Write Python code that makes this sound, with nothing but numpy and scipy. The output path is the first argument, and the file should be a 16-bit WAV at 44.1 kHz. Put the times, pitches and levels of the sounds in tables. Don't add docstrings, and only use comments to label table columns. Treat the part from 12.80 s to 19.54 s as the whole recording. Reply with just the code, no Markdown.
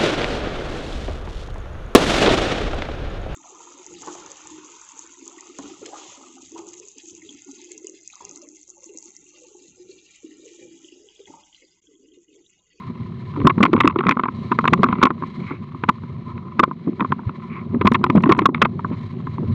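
import sys
import numpy as np
from scipy import signal
from scipy.fft import rfft, irfft
from scipy.io import wavfile
from scipy.ndimage import uniform_filter1d

SR = 44100
rng = np.random.default_rng(int(sys.argv[2]) if len(sys.argv) > 2 else 0)


def wav_record(signal):
    frames = np.transpose(np.atleast_2d(signal))
    bounded = np.clip(frames, -1, 1)
    quanta = np.round(bounded * 32767).astype(np.int16)
    wavfile.write(sys.argv[1], SR, quanta)


N = 297229
TIME = np.arange(N) / SR
HIT_TIME = TIME[:SR // 10]
SHELL_HZ = 1138


def from_db(db):
    return 10 ** (np.asarray(db) / 20)


def unit_rms(x):
    return x / np.sqrt(np.mean(x ** 2) + 1e-20)


def unit_height(x, size):
    return x / np.sqrt(2 * uniform_filter1d(x ** 2, size).max() + 1e-20)


def cut(x, hz, kind, order=2):
    return signal.sosfilt(signal.butter(order, hz, kind, fs=SR, output="sos"), x)


def resonance(x, hz, width_hz):
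    r = np.exp(-np.pi * width_hz / SR)
    feedback = [1, -2 * r * np.cos(2 * np.pi * hz / SR), r * r]
    return signal.lfilter(np.array([1, 0, -1]) * (1 - r * r) / 2, feedback, x + 1e-18)


def drift(corner_hz):
    hz = np.arange(N // 2 + 1) * SR / N
    return unit_rms(irfft(rfft(rng.standard_normal(N)) / (1 + (hz / corner_hz) ** 2), N))


def noise(spectrum):
    hz, db = np.transpose(spectrum)
    bins = np.arange(1, N // 2 + 2) * SR / N
    gain = from_db(np.interp(np.log(bins), np.log(hz), db, left=-120, right=-120))
    return unit_rms(irfft(rfft(rng.standard_normal(N)) * gain, N))


def impulses(per_s, spread_db=0.0):
    sizes = from_db(spread_db * np.minimum(rng.exponential(1, N), 2)) * rng.choice([-1, 1], N)
    return sizes * (rng.random(N) < per_s / SR)


def in_time(curve):
    return np.interp(TIME, *np.transpose(curve))


def swells(rows):
    return sum(from_db(db) * np.exp(-((TIME - s) / half_s) ** 2) for s, db, half_s in rows)


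def held_excess_db(x, threshold_db, share, fall_db_per_s):
    level_db = 10 * np.log10(np.maximum(uniform_filter1d(x ** 2, size=220), 1e-12))
    excess_db = share * np.maximum(level_db - threshold_db, 0)
    fall_db = fall_db_per_s * TIME
    return np.maximum.accumulate(excess_db + fall_db) - fall_db


def add(out, s, sound):
    start = max(round(s * SR), 0)
    out[start:start + len(sound)] += sound[:N - start]


def impact(contact_s, runoff_s, spatter_db, rise_s=0.00081, spatter_s=0.0061):
    build = np.minimum(HIT_TIME / rise_s, 1) ** 2
    after = np.maximum(HIT_TIME - rise_s - contact_s, 0)
    decay = np.exp(-after / runoff_s) + from_db(spatter_db) * np.exp(-after / spatter_s)
    return build * decay * rng.standard_normal(len(HIT_TIME))


def shell(force, hz, width_hz):
    main = resonance(force, hz * 0.932, width_hz)
    partner = from_db(-9) * resonance(force, hz * 1.168, 327)
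    return cut(cut(main - partner, 802, "high", order=4), 1850, "low", order=3)


def crack(force):
    # f/Hz, bandwidth/Hz, relative level/dB
    case_modes = [(1750, 266, 4.5), (2090, 270, 10), (2605, 580, 4.5), (2883, 270, 5.5), (3420, 1200, 3),
                  (4060, 1600, -2.5), (6000, 800, -34)]
    ringing = sum((-1) ** k * from_db(db) * resonance(force, hz, width)
                  for k, (hz, width, db) in enumerate(case_modes))
    return cut(cut(ringing, 1550, "high", order=3), 2955, "low", order=5)


def swing(force, hz, width_hz):
    motion = cut(resonance(force, hz, width_hz), 452, "low", order=4)
    return unit_height(cut(motion, 55, "high"), size=176)


def wind():
    # t/s, relative level/dB
    gusts = [(0.0, -43.5), (0.73, -33), (1.14, -31.5), (1.29, -62.5), (1.54, -38), (1.9, -36), (2.1, -39),
             (2.27, -45), (3.0, -44.5), (3.21, -40), (3.75, -44.5), (4.05, -50.5), (4.8, -46),
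             (5.09, -24.5), (5.27, -33.5), (5.63, -35), (6.51, -38.5), (6.74, -45)]
    shaking = [(0.0, -37.5), (0.58, -35), (0.79, -26), (1.16, -27.5), (1.31, -36.5), (1.69, -32.5),
               (1.9, -24.5), (2.08, -22), (2.29, -30), (2.98, -39), (3.6, -37), (4.77, -34.5), (5.16, -27),
               (5.46, -16), (5.69, -21), (5.84, -30), (6.21, -32.5), (6.74, -31.5)]
    # t/s, level/dB, half duration/s
    puffs = [(.21, -30, .03), (.65, -16, .025), (4.32, -24.5, 0.027), (4.47, -20.5, 0.01),
             (6.71, -23, 0.071)]
    # f/Hz, relative level/dB
    rumble_spectrum = [(20, -33), (32, -27.5), (42, -26.5), (55, -17.5), (72, -20), (92, -0.5), (120, -2),
                       (160, -7), (250, -23)]
    buffet_spectrum = [(90, -31.5), (125, -5.5), (160, 1.5), (195, -3.5), (230, 2), (290, -19.5),
                       (365, -7.5), (450, -24), (600, -27), (850, -33), (1300, -52)]
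    rumble = (from_db(in_time(gusts) + 5 + 1.5 * drift(15)) + swells(puffs)) * noise(rumble_spectrum)
    buffet = from_db(in_time(shaking) + 2 + 3 * drift(27)) * noise(buffet_spectrum)
    return rumble + buffet


def bubbles(per_s=420, quality=7):
    births = impulses(per_s)
    pitches_hz = np.geomspace(1150, 3000, 20)
    size_class = rng.integers(0, len(pitches_hz), N)
    rings = sum(resonance(births * (size_class == k), hz, hz / quality) / hz
                for k, hz in enumerate(pitches_hz))
    return unit_rms(cut(rings, 3600, "low", order=4))


def rushing_water():
    # t/s, relative level/dB
    rush = [(0, -62), (.35, -62), (.9, -54.5), (1.2, -66), (1.45, -67.5), (1.56, -57), (2.05, -54),
            (2.33, -64.5), (2.5, -57), (2.7, -58), (2.82, -64.5), (3.3, -63.5), (3.6, -68), (4.25, -64),
            (4.95, -68), (5.45, -53.5), (5.72, -73), (5.92, -62), (6.14, -59), (6.74, -60)]
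    drone = [(0, -45.5), (.35, -50.5), (.55, -47), (1.0, -36.5), (1.55, -47), (2.0, -40.5), (2.4, -48),
             (3.25, -50.5), (3.55, -43.5), (4.05, -55), (4.4, -50), (4.9, -47.5), (5.45, -38), (5.95, -51),
             (6.74, -46.5)]
    # f/Hz, relative level/dB
    wash_spectrum = [(500, -11), (840, -22), (930, -4.5), (1010, 12), (1130, -1), (1300, -3), (1600, -33.5),
                     (2200, -41.5)]
    splash_spectrum = [(1150, -20), (1350, -7.5), (1600, -16), (1750, 5.5), (1900, -0.5), (2120, 9),
                       (2350, 2.5), (2600, -16.5), (3100, -9), (3600, -20)]
    foam_spectrum = [(2200, -16), (2700, -2.5), (3300, 2), (3600, -0.5), (3950, 6.5), (4300, 0.5),
                     (4700, -8), (5500, -13.5), (6800, -16.5), (8000, -26), (11000, -34.5), (16000, -49)]
    churn = drift(25)
    rush_db = in_time(rush)
    splash_db = -58.5 + 0.55 * (rush_db - rush_db.mean())
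    wash = from_db(in_time(drone) + 3.5 * churn) * noise(wash_spectrum)
    splash = from_db(splash_db + 4 * churn) * noise(splash_spectrum)
    foam = from_db(rush_db - 0.85 + 3.1 * churn + 0.9 * drift(120)) * noise(foam_spectrum)
    wake = from_db(-69) * noise(foam_spectrum)
    return wash + splash + foam + wake + from_db(splash_db - 1) * bubbles()


def water_film(spray):
    loss_db = held_excess_db(spray, threshold_db=-26, share=0.18, fall_db_per_s=77.5)
    return from_db(-uniform_filter1d(loss_db, size=440))


def crests(hollow_hz=2180, width_hz=230, ragged_db=3.5):
    # t/s, relative level/dB, half duration/s
    bursts = [(2.194, -46, 0.1), (2.441, -48, 0.031), (2.653, -50, 0.057), (2.723, -44, 0.045),
              (4.752, -38.5, 0.043)]
    hiss = rng.standard_normal(N)
    hollow = resonance(resonance(hiss, hollow_hz, width_hz), hollow_hz, 4 * width_hz)
    hollow = unit_rms(cut(hollow, 4200, "low", order=4))
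    ring = from_db(0.5) * unit_rms(shell(hiss, SHELL_HZ, width_hz=130))
    return swells(bursts) * from_db(ragged_db * drift(70)) * (hollow + ring)


def patter(rise_s=0.025, fall_s=0.016, stray_db=-54):
    # start t/s, end t/s, level/dB
    volleys = [(0.518, .70, -42), (0.924, 1.09, -22.5), (1.15, 1.31, -35), (1.38, 1.49, -43),
               (1.798, 2.28, -38.5), (4.193, 4.32, -51), (4.918, 5.28, -53), (5.345, 5.6, -26),
               (5.62, 5.75, -29)]
    arrivals = impulses(per_s=55, spread_db=6)
    drop_envelope = impact(0.0024, runoff_s=0.0016, spatter_db=-24) ** 2
    force = signal.fftconvolve(arrivals, drop_envelope)[:N] * rng.standard_normal(N)
    ringing = unit_rms(shell(force, SHELL_HZ, width_hz=190)) + from_db(-11.5) * unit_rms(crack(force))
    shower = np.zeros(N)
    for start, end, db in volleys:
        rise = np.clip((TIME - start) / rise_s, 0, 1)
        fall = np.exp(-np.maximum(TIME - end, 0) / fall_s)
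        shower += from_db(db) * rise * fall
    return (shower + from_db(stray_db)) * ringing


def ticks():
    # t/s, relative level/dB
    drops = [(0.809, -26), (3.091, -17), (5.0533, -26), (5.1173, -20), (5.1355, -19), (5.3555, -21),
             (5.4231, -24), (5.576, -28)]
    out = np.zeros(N)
    for s, db in drops:
        force = impact(0.0012, runoff_s=0.0012, spatter_db=-27)
        tick = cut(cut(resonance(force, 4300, width_hz=2600), 3000, "high"), 8000, "low")
        add(out, s, from_db(db - 15.5) * unit_height(tick, size=44))
    return out


def thumps(lead_s=0.00203):
    # t/s, relative level/dB, nominal contact time/s, swing f/Hz
    lumps = [(.575, -12.5, 0.05, 283), (0.648, 0.5, 0.015, 161), (0.6587, -2.5, 0.0086, 280),
             (0.7796, 0, 0.0026, 227), (0.8055, 3.5, 0.0094, 192), (0.8317, 1.5, 0.009, 300),
             (0.881, -10, 0.014, 310), (0.9327, 3, 0.0038, 357), (.9507, 3, 0.0017, 238),
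             (0.9784, -3.5, .002, 288), (1.0465, 6, 0.0053, 301), (1.0696, -3, 0.0092, 226),
             (1.1621, -3.5, 0.0052, 353), (1.1894, -6, .006, 370), (1.262, -6, 0.015, 201),
             (1.3076, -8, 0.011, 264), (1.3685, -11.5, 0.0095, 255), (1.7158, -9.5, .005, 262),
             (1.9276, -0.5, 0.0015, 245), (1.992, -5.5, 0.013, 170), (2.0349, -6.5, 0.0077, 256),
             (2.0935, -4.5, .002, 208), (2.128, -6, .004, 194.5), (2.2397, -2, 0.0017, 254),
             (2.2541, -6.5, 0.006, 247), (2.3054, -7.5, .004, 326), (2.71, -19, 0.027, 306),
             (3.0377, -10.5, 0.0018, 274), (3.086, -17.5, 0.015, 244), (3.7942, -12.5, 0.024, 267),
             (3.8793, -13.5, 0.0025, 325), (4.0744, -9, 0.016, 275), (4.2153, -7, 0.013, 221),
             (4.306, -17.5, 0.013, 202), (4.945, -7.5, 0.022, 233), (5.013, -8, .006, 354),
             (5.0501, 0, 0.0063, 191), (5.1171, 0, 0.0029, 240), (5.212, -9, 0.011, 159),
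             (5.2992, -3.5, 0.0041, 269), (5.3526, 8, 0.027, 195), (5.4663, 1, 0.0021, 276),
             (5.4932, 8.5, 0.0027, 320), (5.5113, 3.5, 0.0094, 194), (5.582, -4, 0.0023, 247),
             (5.6191, -0.5, 0.0031, 298), (5.69, -2.5, 0.0018, 310), (5.8379, -5, .01, 176),
             (6.1137, -12, 0.013, 197), (6.63, -17, 0.021, 328)]
    out = np.zeros(N)
    for s, db, contact_s, hz in lumps:
        force = impact(contact_s * 1.08, runoff_s=0.0059, spatter_db=-17)
        force[0] += 32
        ring = shell(impact(0.00059, runoff_s=0.0033, spatter_db=-19), 1100, width_hz=310)
        add(out, s - lead_s, from_db(db - 2.5) * swing(force, hz, width_hz=65))
        add(out, s, from_db(db - 18.5) * unit_height(ring, size=88))
    return out


def slaps(hz_per_db=3.0, scatter=0.019, lead_s=0.001305, fringe_s=0.0077):
    # t/s, relative level/dB, nominal contact time/s, crack level/dB re the shell
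    lumps = [(0.563, -25.5, 0.0017, -18), (0.6151, -23, 0.0013, -9.5), (0.6518, -13, .001, -33),
             (0.669, 4, 0.0046, -13.5), (0.6964, -5.5, 0.0091, -10), (0.7783, -24, 0.0017, -28),
             (0.8056, -8, 0.0013, -21), (0.828, 1.5, 0.0077, -3), (0.8522, -1.5, 0.0015, -8.5),
             (0.8609, -5.5, 0.00065, -5), (0.931, -5, 0.0046, -10), (0.978, -13, 0.00081, -31),
             (1.0041, -2, .006, -1.5), (1.045, -9.5, .002, -16), (1.075, 6.5, 0.00067, -11),
             (1.097, -13, 0.0037, -12.5), (1.159, -6, 0.0014, -22), (1.1878, -13.5, 0.0024, -2),
             (1.2062, -9.5, 0.0028, -12), (1.2365, -10.5, 0.0015, -31), (1.2669, -7, 0.0029, -6),
             (1.2853, -5.5, 0.00036, -17), (1.291, -1, 0.0015, -5.5), (1.31, -8, 0.0024, 2),
             (1.3198, -10.5, 0.0028, -1.5), (1.3704, -8.5, .001, -22), (1.3947, -5, 0.0035, -17),
             (1.4358, -7.5, 0.00075, -15), (1.4557, -12.5, 0.0014, -16), (1.4832, -10.5, 0.0022, -17),
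             (1.7168, -6, 0.0046, -18), (1.7884, -4, 0.00027, -10.5), (1.8414, -9, 0.00065, -21),
             (1.854, -6, 0.00095, -16), (1.8762, -4.5, 0.0036, -3.5), (1.933, 1.5, 0.0026, -7),
             (2.0323, 2, 0.00089, -17), (2.039, 0.5, 0.0021, -12), (2.062, -12.5, 0.0037, -41),
             (2.087, -9.5, 0.00078, -11), (2.1257, -4.5, 0.0043, -18), (2.111, -24, .001, -6),
             (2.2159, -9.5, 0.00063, -22), (2.228, 5.5, 0.0054, -10.5), (2.253, -1, 0.0033, -9.5),
             (2.2676, -5, 0.0023, -14), (2.3044, -8, 0.0015, -18), (2.422, -16.5, .001, -22),
             (2.4348, -15, 0.0013, -24.5), (2.7054, -23, 0.008, -17), (2.9466, -26.5, 0.002, -29),
             (3.0371, -13.5, 0.0013, -9), (3.0878, -1.5, 0.0046, -11), (3.235, -31.5, 0.0015, -25),
             (3.5776, -32.5, 0.0012, -3.5), (3.7937, -1, 0.0048, -10), (3.831, -5.5, 0.00059, -19),
             (3.8354, 1, 0.0021, -16), (3.9119, -14.5, 0.00035, -32), (4.196, -18, 0.0012, -20),
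             (4.206, -11.5, 0.0015, -7), (4.2228, -15.5, 0.00092, -26), (4.2467, -12.5, 0.0011, -22),
             (4.32, -7.5, 0.0022, -14.5), (4.392, -27, 0.00089, -33), (4.4929, -21, 0.0013, -17),
             (5.012, -13, 0.0046, -7), (5.0543, -9.5, 0.0037, -11.5), (5.0693, 1, 0.0053, -8.5),
             (5.1192, -8.5, 0.00057, -7), (5.1442, -5.5, 0.011, -4.5), (5.24, 0, 0.0018, -11),
             (5.264, -14.5, 0.0025, -14), (5.2998, -8, 0.0018, -2.5), (5.36, -17, 0.0021, -7),
             (5.3682, -11.5, 0.011, -11.5), (5.436, -4.5, 0.0031, -5), (5.4577, -12, .001, -19),
             (5.4927, -3.5, 0.0069, -9), (5.5119, 0.5, 0.00089, -31), (5.5203, 2, .004, -5),
             (5.549, -16, 0.0021, -13), (5.565, -19, 0.0037, -14), (5.5888, 0.5, 0.0032, -7.5),
             (5.656, 7, 0.0036, -20), (5.6189, -17, 0.0014, -5), (5.69, -15, 0.0011, -22),
             (5.746, -9.5, 0.0017, 1), (5.817, 1.5, 0.0082, -4), (5.8487, -10.5, 0.0048, -2),
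             (5.8555, -2, 0.00089, -17), (5.9917, -19.5, 0.0026, -19), (6.046, -14, 0.0005, -36),
             (6.1178, -32, 0.023, -11), (6.47, -21.5, .001, -18.5), (6.5818, -21, 0.00055, -20)]
    out = np.zeros(N)
    for s, db, contact_s, crack_db in lumps:
        hz = (SHELL_HZ + hz_per_db * db) * (1 + scatter * rng.standard_normal())
        force = impact(contact_s * 1.406, runoff_s=0.0016, spatter_db=-16.5)
        sharp_force = impact(contact_s * 1.01, runoff_s=0.00096, spatter_db=-18.5)
        ring = unit_height(shell(force, hz, width_hz=116.6), size=88)
        snap = from_db(crack_db) * unit_height(crack(sharp_force), size=88)
        push = from_db(-8) * unit_height(cut(resonance(force, 335, width_hz=91), 810, "low"), size=176)
        sway = from_db(-12 + 0.54 * db) * swing(force, 255, width_hz=43)
        add(out, s - lead_s, from_db(db) * (ring + snap + push) + sway)
        fringe = shell(impact(fringe_s, runoff_s=0.00062, spatter_db=-22.5), hz, width_hz=650)
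        add(out, s - fringe_s, from_db(db - 28.5) * unit_height(fringe, size=88))
    return out


def scene():
    spray = slaps() + thumps() + ticks() + patter()
    sea = rushing_water() * water_film(spray) + crests()
    return (sea + wind() + spray)[None]


def gain_control(x, attack_s=0.063):
    duck_db = held_excess_db(x[0], threshold_db=-15.5, share=0.41, fall_db_per_s=42.5)
    r = np.exp(-1 / (attack_s * SR))
    return x * from_db(-signal.lfilter([1 - r], [1, -r], duck_db))


def record(dry, ceiling=0.72, knee=4.9, cutoff_hz=16000):
    ducked = gain_control(dry)
    clipped = ducked / (1 + np.abs(ducked / ceiling) ** knee) ** (1 / knee)
    return signal.sosfilt(signal.ellip(10, .1, 80, cutoff_hz, fs=SR, output="sos"), clipped)


dry = scene()
out = record(dry)
wav_record(out)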